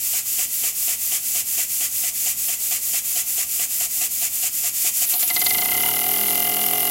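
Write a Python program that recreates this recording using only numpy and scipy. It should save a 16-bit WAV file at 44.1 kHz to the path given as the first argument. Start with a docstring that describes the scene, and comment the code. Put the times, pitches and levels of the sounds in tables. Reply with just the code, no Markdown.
"""A small brass oscillating-cylinder engine, clamped in a vise on a workshop bench, runs on compressed air.
It idles at about four turns a second: air leaks at the port face and leaves in one chuff a turn.
Then the air is opened up: a bright jet escapes, the crank knocks, and the knocks race into a buzzing whine.
Air is coloured noise gated by crank angle; contacts are impulses that ring the metal; the shaking is a
stack of sines at multiples of the turn rate. Room noise and mains hum lie beneath."""
import sys
import numpy as np
from scipy import signal
from scipy.fft import rfft, irfft, next_fast_len
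from scipy.io import wavfile
from scipy.ndimage import map_coordinates

SR = 44100
rng = np.random.default_rng(int(sys.argv[2]) if len(sys.argv) > 2 else 0)


def pcm_store(signal):
    """Save signal as 16-bit PCM."""
    levels = np.round(np.clip(np.atleast_2d(signal), -1, 1) * 32767)
    wavfile.write(sys.argv[1], SR, levels.astype(np.int16).T)


N = 304290
TIME = np.arange(N) / SR  # seconds

OPEN_S = 4.6688  # the air is opened
TOP_SPEED = 42.2484  # turns a second
# the rising pressure lifts the cylinder off its port face: when, and how quickly
LIFT_S, LIFT_TAKES_S = 5.055, 0.0059
REBOUND_ANGLE = .91  # the crank pin changes sides just before the exhaust opens (turns)


def amp(db):
    """Decibels to gain."""
    return 10 ** (np.asarray(db) / 20)


def unit(x):
    """Scale to rms 1."""
    return x / np.sqrt(np.mean(x ** 2) + 1e-20)


def along(points, hz):
    """Interpolate (Hz, value) points on a log frequency axis."""
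    f, v = np.transpose(points)
    return np.interp(np.log(hz + 1), np.log(f + 1), v)


def step(x):
    """A soft switch from 0 to 1 around x = 0."""
    return .5 + .5 * np.tanh(x / 2)


def wobble(rate):
    """A smooth random curve, rate knots a second."""
    knots = rng.standard_normal(int(N * rate / SR) + 4)
    return map_coordinates(knots, [TIME * rate])


def filtered(x, response):
    """Shape the spectrum of x by a response of frequency."""
    size = next_fast_len(N + SR // 2)
    spectrum = rfft(x, size) * response(np.fft.rfftfreq(size, 1 / SR))
    return irfft(spectrum, size)[..., :N]


def noise(colour, resonances=()):
    """Noise of rms 1 with a broad colour and narrow resonant lifts."""
    def response(f):
        lift_db = sum(db / (1 + (2 * (f - hz) / width) ** 2) for hz, width, db in resonances)
        return amp(along(colour, f) + lift_db)
    return unit(filtered(rng.standard_normal(N), response))


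def moments(turns, angle):
    """Times at which the crank passes an angle, from turn 1 on."""
    return np.interp(np.arange(1, int(turns[-1] - angle) + 1) + angle, turns, TIME)


def blows(times, level_db, scatter_db):
    """One impulse at each time, sized by a level curve and by chance."""
    at = np.clip(np.round(times * SR).astype(int), 0, N - 1)
    sizes = amp(level_db[at] + scatter_db * rng.standard_normal(len(at)))
    return np.bincount(at, sizes, N)


def sets_in(speed, knee, steepness):
    """Level in dB of a part that wakes as the speed nears a knee (turns a second) and then holds."""
    return -10 * np.log10(1 + (knee / speed) ** steepness)


def eases(speed, above, width, drop_db):
    """Level in dB of a part that grows quieter above some speed (turns a second)."""
    return -drop_db * step((speed - above) / width)


def crank():
    """Turns completed (whole numbers: exhaust opens), turns a second, and pace from 0 idling to 1 flat out."""
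    # the flywheel's idling speed creeps up: [time_s, speed_turns_per_s]
    idle_speed = [(0, 3.919), (.5, 4.003), (1.5, 4.378), (3.2, 4.4925), (3.9, 4.8514), (4.75, 4.7366)]
    start_angle = .492  # turns after an exhaust opening
    run_up_s, run_up_power = .9367, 2.8618  # time the flywheel takes, steepness of its S-curve
    pace = 1 - np.exp(-(np.maximum(TIME - OPEN_S, 0) / run_up_s) ** run_up_power)
    speed = np.interp(TIME, *np.transpose(idle_speed)) + pace * (TOP_SPEED - idle_speed[-1][1])
    return start_angle + np.cumsum(speed) / SR, speed, pace


def workshop(pace, noise_db=-55, sink_db=11):
    """Low room noise and wavering mains hum; both sink away during the run-up to speed."""
    # colour of the room noise: [pitch_hz, level_db]
    room_colour = [(20, -5.5), (100, -1), (260, -2.5), (450, -10), (1000, -11), (16000, -43)]
    # mains hum while the engine idles: [pitch_hz, level_db (rms)]
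    hum_lines = [(59.2, -63.5), (118.4, -61.5), (242.2, -63)]
    hum = np.zeros(N)
    for hz, db in hum_lines:
        level = amp(db + wobble(3.33)) * np.sqrt(2)
        hum += level * np.sin(2 * np.pi * (hz * TIME + rng.random()))
    return amp(-sink_db * pace) * (hum + amp(noise_db) * noise(room_colour))


def port(turns, middle, length, rise, fall, shut_db=-120):
    """Flow through a gap that opens once a turn around a crank angle and lets a little by when shut (turns)."""
    angle = (turns - middle + .5) % 1 - .5
    flow = step((length / 2 + angle) / rise) * step((length / 2 - angle) / fall)
    return np.hypot(flow, amp(shut_db))


def seated_flow(turns, leak_db=-21.5, exhaust_db=-25.5, push_db=3, surge_db=3):
    """Idling: the face leaks for most of the turn; the exhaust blows for its first third, hardest when wide open."""
    # all of it swells from the opening of the air until the cylinder lifts
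    swell = amp(surge_db * np.clip((TIME - OPEN_S) / (LIFT_S - OPEN_S), 0, 1))
    leak = port(turns, middle=0.901, length=0.79, rise=0.045, fall=0.023, shut_db=-7.5)
    exhaust = port(turns, middle=0.16, length=0.32, rise=0.02, fall=0.044, shut_db=-17)
    push = amp(push_db * port(turns, middle=0.12, length=0.082, rise=0.027, fall=0.06))
    return swell * np.array([amp(leak_db) * leak, amp(exhaust_db) * exhaust * push])


def chuff_flow(turns, start_db=-43.5, rise_db_per_s=1.0, intake_db=-15):
    """A burst just after the exhaust opens, and a weak one as the cylinder fills, both rising until the lift."""
    release = port(turns, middle=.06, length=0.071, rise=0.011, fall=0.021, shut_db=-23)
    intake = port(turns, middle=0.84, length=0.023, rise=.015, fall=0.016)
    level = amp(start_db + rise_db_per_s * np.minimum(TIME, LIFT_S))
    return level * (release + amp(intake_db) * intake)


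def lifted_flow(turns, pace, leak_db=-17, leak_loss_db=11, exhaust_db=-25, exhaust_loss_db=5.0):
    """Racing: both ports blow late in the turn, and lose air to the jet as the pace grows."""
    leak = port(turns, middle=0.73, length=0.29, rise=0.019, fall=.03, shut_db=-17)
    exhaust = port(turns, middle=0.96, length=0.3, rise=0.0077, fall=0.013, shut_db=-15)
    leak_level = amp(leak_db - leak_loss_db * pace)
    exhaust_level = amp(exhaust_db - exhaust_loss_db * pace)
    return np.array([leak_level * leak, exhaust_level * exhaust])


def jet_flow(turns, pace, jet_db=-19.5, growth_db=4, between_db=-9,
             flutter_slow=0.15, flutter_fast=0.91, flutter_power=1.7):
    """The jet grows with the pace and breaks ever more into spurts."""
    # spurts in each turn: [middle_turns (crank angle), length_turns, level_db]
    spurt_table = [(.03, 0.075, -1), (.18, 0.13, 0.5), (.47, .09, -2), (.75, 0.11, -4)]
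    spurts = np.zeros(N)
    for middle, length, db in spurt_table:
        spurts += amp(db) * port(turns, middle, length, rise=0.0065, fall=.02)
    # exponent that deepens the dips between spurts
    flutter = flutter_slow + (flutter_fast - flutter_slow) * pace ** flutter_power
    return amp(jet_db + growth_db * pace) * np.hypot(spurts, amp(between_db)) ** flutter


def air(turns, pace, chuff_hz=718, chuff_waver=0.76, sputter_db=0.49, jet_sputter_db=2, drift_db=0.52):
    """The rocking cylinder covers and uncovers its ports, which gates the noise of the escaping air."""
    # colours of the three air noises: [pitch_hz, level_db (per Hz)]
    leak_colour = [(100, -30), (400, -28), (900, -33.5), (1700, -21.5), (2300, -13), (4200, -10),
                   (5600, -6.5), (7400, -0.5), (9200, -4), (11000, 0.5), (14000, -2.5), (16000, -2)]
    exhaust_colour = [(80, -20), (330, -24), (600, -17.5), (950, -23), (1700, -13.5), (2300, -4),
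                      (3200, -5.5), (4200, -7.5), (5600, -4), (7400, 3), (9200, -4), (12000, -2.5),
                      (16000, -16.5)]
    jet_colour = [(80, -56), (300, -16.5), (1000, -28.5), (1800, -20.5), (3000, -14), (5000, -13),
                  (8800, -13), (10000, -3), (11200, 0.5), (12500, 1.5), (14300, -3), (16000, -3)]
    # resonances of the air passages: [pitch_hz, width_hz, lift_db]
    passages = [(690, 100, 7.5), (1176, 150, 7.5), (2020, 79, 4.5), (2660, 116, 2.5), (3900, 780, -4.3),
                (7090, 250, 2), (11600, 400, 0), (12050, 400, 1), (13700, 220, 5.5)]
    lifted = step((TIME - LIFT_S) / LIFT_TAKES_S)
    leak, exhaust = (1 - lifted) * seated_flow(turns) + lifted * lifted_flow(turns, pace)
    ports = leak * noise(leak_colour, passages) + exhaust * noise(exhaust_colour, passages)
    # high pressure blows past the port face in a sputtering jet, lifted by the top three resonances
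    jet_level = lifted * jet_flow(turns, pace) * amp(jet_sputter_db * wobble(700))
    jet = jet_level * noise(jet_colour, passages[-3:])
    # each release of air starts with a hollow note of wavering phase (radians)
    hollow = unit(np.sin(2 * np.pi * chuff_hz * TIME + chuff_waver * wobble(120)))
    flow = ports * amp(sputter_db * wobble(500)) + jet + chuff_flow(turns) * hollow
    return flow * amp(drift_db * wobble(45))


def shake(turns, speed, pace, level_db=-41.5, db_per_decade=27, unsteady_db=5.0, settle_power=6,
          steady_db=-2.5, count=24):
    """The unbalanced piston shakes vise and bench at multiples of the turn rate, roughly until speed settles."""
    # how vise and bench yield to the shaking: [pitch_hz, level_db]
    bench = [(45, -35), (85, -21), (100, -1), (127, -5.5), (170, -8.5), (211, -0.5), (254, -10), (296, 0),
             (338, -11.5), (423, 3), (468, -17.5), (550, -3), (595, -13), (680, -20), (740, -53)]
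    waver_db = steady_db + unsteady_db * (1 - pace ** settle_power)
    lines = np.zeros(N)
    for order in range(2, count):
        order_db = along(bench, order * speed) + waver_db * wobble(30)
        lines += amp(order_db) * np.sin(2 * np.pi * (order * turns + rng.random()))
    speed_db = db_per_decade * np.log10(speed / TOP_SPEED) + sets_in(speed, knee=16.3, steepness=7.4)
    return amp(level_db + speed_db) * lines


def pop(turns, level_db=-33):
    """The exhaust port cracks open with a short, dry pop of noise that leads each idle chuff."""
    # colour of the pop: [pitch_hz, level_db (per Hz)]
    pop_colour = [(150, -30), (370, -10), (600, -16), (1500, -25), (2400, -12), (2900, 0), (3500, -9),
                  (8000, -24)]
    seated = 1 - step((TIME - LIFT_S) / LIFT_TAKES_S)
    crack = port(turns, middle=0.033, length=0.048, rise=.006, fall=0.0088)
    return amp(level_db) * seated * crack * noise(pop_colour)


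def port_tone(turns, speed, level_db=-21.5, swell=0.0067, length=0.011, bend=.07, settle=0.0054):
    """The cylinder pipes briefly while it empties, and the pitch sags as its pressure falls (times in s)."""
    # notes of the emptying cylinder, the upper only when blown hard: [pitch_hz, level_db, knee_turns_per_s]
    pipe = [(2031, 0.5, 13.9), (2862, -3.5, 34)]
    tone_db = level_db + eases(speed, above=36.4, width=4.0, drop_db=11.0)
    t = TIME[:SR // 20]
    # the pitch starts sharp by the fraction bend, then settles
    sagging = t + bend * settle * (1 - np.exp(-t / settle))
    puff = (1 - np.exp(-t / swell)) * np.exp(-(t / length) ** 2)
    notes = np.zeros(N)
    for hz, db, knee in pipe:
        note_db = tone_db + db + sets_in(speed, knee, steepness=40)
        strokes = blows(moments(turns, 0), note_db, scatter_db=1.5)
        note = puff / puff.max() * np.sin(2 * np.pi * hz * sagging)
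        notes += signal.fftconvolve(strokes, note)[:N]
    return notes


def slap(slap_s=5.139, lasts_s=0.035, slap_db=12.5):
    """The lifted cylinder slaps back once on its face: extra dB for contacts close to that moment."""
    return slap_db * np.exp(-((TIME - slap_s) / lasts_s) ** 2)


def knocks(turns, speed, pace, level_db=-25.0, growth_db=3, soft_db=5, soft_speed=35, soft_width=5,
           rebound_db=-13, jitter=.00003, build_up=0.0031, low_hz=200):
    """Play in the crank pin is taken up at each exhaust opening, and lightly just before it; the metal rings."""
    # ringing of engine and vise: [pitch_hz, level_db, t60_s]
    body = [(310, -21, 0.037), (676, -20, 0.13), (725.5, 0.5, 0.098), (764, -10.5, 0.21), (827, -7.5, 0.07),
            (894, -20, 0.038), (1105, -12, 0.083), (1204, -3.5, 0.038), (1413, -14, 0.082),
            (1627, -6, 0.023), (2140, -10, 0.053), (2400, -13, 0.034), (2847, 1, 0.036), (3134, 3, 0.025),
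            (3470, -1.5, 0.021)]
    knock_db = level_db + growth_db * pace + sets_in(speed, knee=17.4, steepness=5.2) + slap()
    # the knock softens in the band of speeds (turns a second) where the parts rattle instead
    knock_db = knock_db - soft_db * np.exp(-((speed - soft_speed) / soft_width) ** 2)
    main, early = moments(turns, 0), moments(turns, REBOUND_ANGLE)
    # timing jitter in seconds
    main = main + jitter * rng.standard_normal(len(main))
    early = early + 2 * jitter * rng.standard_normal(len(early))
    force = blows(main, knock_db, scatter_db=1) + blows(early, knock_db + rebound_db, scatter_db=1.0)
    t = TIME[:SR // 4]
    modes = sum(amp(db - 60 * t / t60) * np.sin(2 * np.pi * hz * t) for hz, db, t60 in body)
    ring = (1 - np.exp(-t / build_up)) * modes
    # a body this small radiates little deep bass
    ring = signal.sosfilt(signal.butter(2, low_hz, "high", fs=SR, output="sos"), ring)
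    return signal.fftconvolve(force, ring)[:N]


def clacks(turns, speed, level_db=-8.0, calm_db=22, click_hz=4300, click_t60=0.0056, edge_db=-6,
           bounce_db=-11, bounce_gap=.003):
    """The contact is a short, hard click with a noisy edge that bounces once; it is hardest halfway up to speed."""
    # hardest between these speeds, fading over this width above them (turns a second)
    hard_from, hard_until, hard_fade = 14.2, 30.5, 2.6
    click_db = level_db + sets_in(speed, hard_from, steepness=7.6) + slap()
    click_db = click_db + eases(speed, hard_until, hard_fade, calm_db)
    main = moments(turns, 0)
    # each bounce follows after 0.5 to 1.5 gaps (s)
    bounces = main + bounce_gap * (.5 + rng.random(len(main)))
    contacts = blows(main, click_db, scatter_db=0.5) + blows(bounces, click_db + bounce_db, scatter_db=5.5)
    t = TIME[:SR // 20]
    fade = amp(-60 * t / click_t60)
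    click = signal.fftconvolve(contacts, fade * np.sin(2 * np.pi * click_hz * t))[:N]
    edge_colour = [(80, -40), (300, -17), (2500, -3), (4300, 13), (9000, -3), (16000, -26)]  # Hz, dB
    edge = signal.fftconvolve(contacts, fade)[:N] * noise(edge_colour)
    return click + amp(edge_db) * edge


def rattle(turns, speed, level_db=-30, worst_angle=0.12, swing_db=6, grain_db=4):
    """Rod and cylinder chatter in their play, most just after the exhaust opens, and calm down near top speed."""
    # what the rattle rings with: [pitch_hz, width_hz, level_db]
    loose = [(924, 66, 1.5), (1348, 250, -3.5), (2966, 570, -2)]
    rattle_db = level_db + sets_in(speed, knee=44.5, steepness=3.0)
    rattle_db = rattle_db + eases(speed, above=39.3, width=0.5, drop_db=14.5)
    swing = swing_db * np.cos(2 * np.pi * (turns - worst_angle))
    chatter = rng.standard_normal(N) * amp(swing + grain_db * wobble(600))

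    def ringing(f):
        # each resonance is a band-pass applied twice
        return sum(amp(db) * (1j * f * width / (hz * hz - f * f + 1j * f * width)) ** 2
                   for hz, width, db in loose)
    return amp(rattle_db) * unit(filtered(chatter, ringing))


def pin_tick(turns, speed, level_db=-23, tick_t60=0.0051):
    """Near top speed the crank pin ticks crisply as it changes sides: brief bursts of bright noise."""
    tick_db = level_db + sets_in(speed, knee=25.7, steepness=12)
    strikes = blows(moments(turns, REBOUND_ANGLE), tick_db, scatter_db=2.0)
    burst = signal.fftconvolve(strikes, amp(-60 * TIME[:SR // 20] / tick_t60))[:N]
    tick_colour = [(300, -19), (1150, -18), (2000, 4.5), (3200, -6), (5200, 8), (6500, -3), (16000, -27)]  # Hz, dB
    return burst * noise(tick_colour)


def room(x, wet_db=-17):
    """Bench and walls answer with a faint decaying noise tail; its side part, mostly mids, widens the stereo."""
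    # decay of the answer: [pitch_hz, t60_s]
    walls = [(200, 0.44), (12000, 0.12)]
    # side part of the answer: [pitch_hz, level_db]
    side_width = [(60, -39), (350, -19), (700, -12.5), (1200, -18.5), (2300, -13.5), (4500, -13.5),
                  (7000, -76), (10000, -80)]
    hz, t, z = signal.stft(rng.standard_normal((2, SR // 3)), SR, nperseg=256)
    decay = amp(-60 * t / along(walls, hz)[:, None])
    tail = signal.istft(z * decay, SR, nperseg=256)[1]
    mid, side = signal.fftconvolve(x[None], tail / np.linalg.norm(tail[0]), axes=1)[:, :N]
    mid = x + amp(wet_db) * mid
    side = filtered(side, lambda f: amp(along(side_width, f)))
    return np.array([mid + side, mid - side])


def scene():
    """The crank times every sound of the engine, and its speed sets their strength."""
    # stereo balance: [pitch_hz, left_minus_right_db]
    pan = [(300, 1), (720, 0.3), (1100, 1), (2070, 0), (3500, 0)]
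    turns, speed, pace = crank()
    blowing = air(turns, pace) + pop(turns) + port_tone(turns, speed)
    contacts = knocks(turns, speed, pace) + clacks(turns, speed) + pin_tick(turns, speed)
    engine = blowing + contacts + rattle(turns, speed) + shake(turns, speed, pace)
    stereo = room(engine + workshop(pace))
    return filtered(stereo, lambda f: amp(np.outer([.5, -.5], along(pan, f))))


def record(dry, top_hz=15850):
    """Nothing is kept above the band limit."""
    return filtered(dry, lambda hz: hz < top_hz)


dry = scene()
out = record(dry)
pcm_store(out)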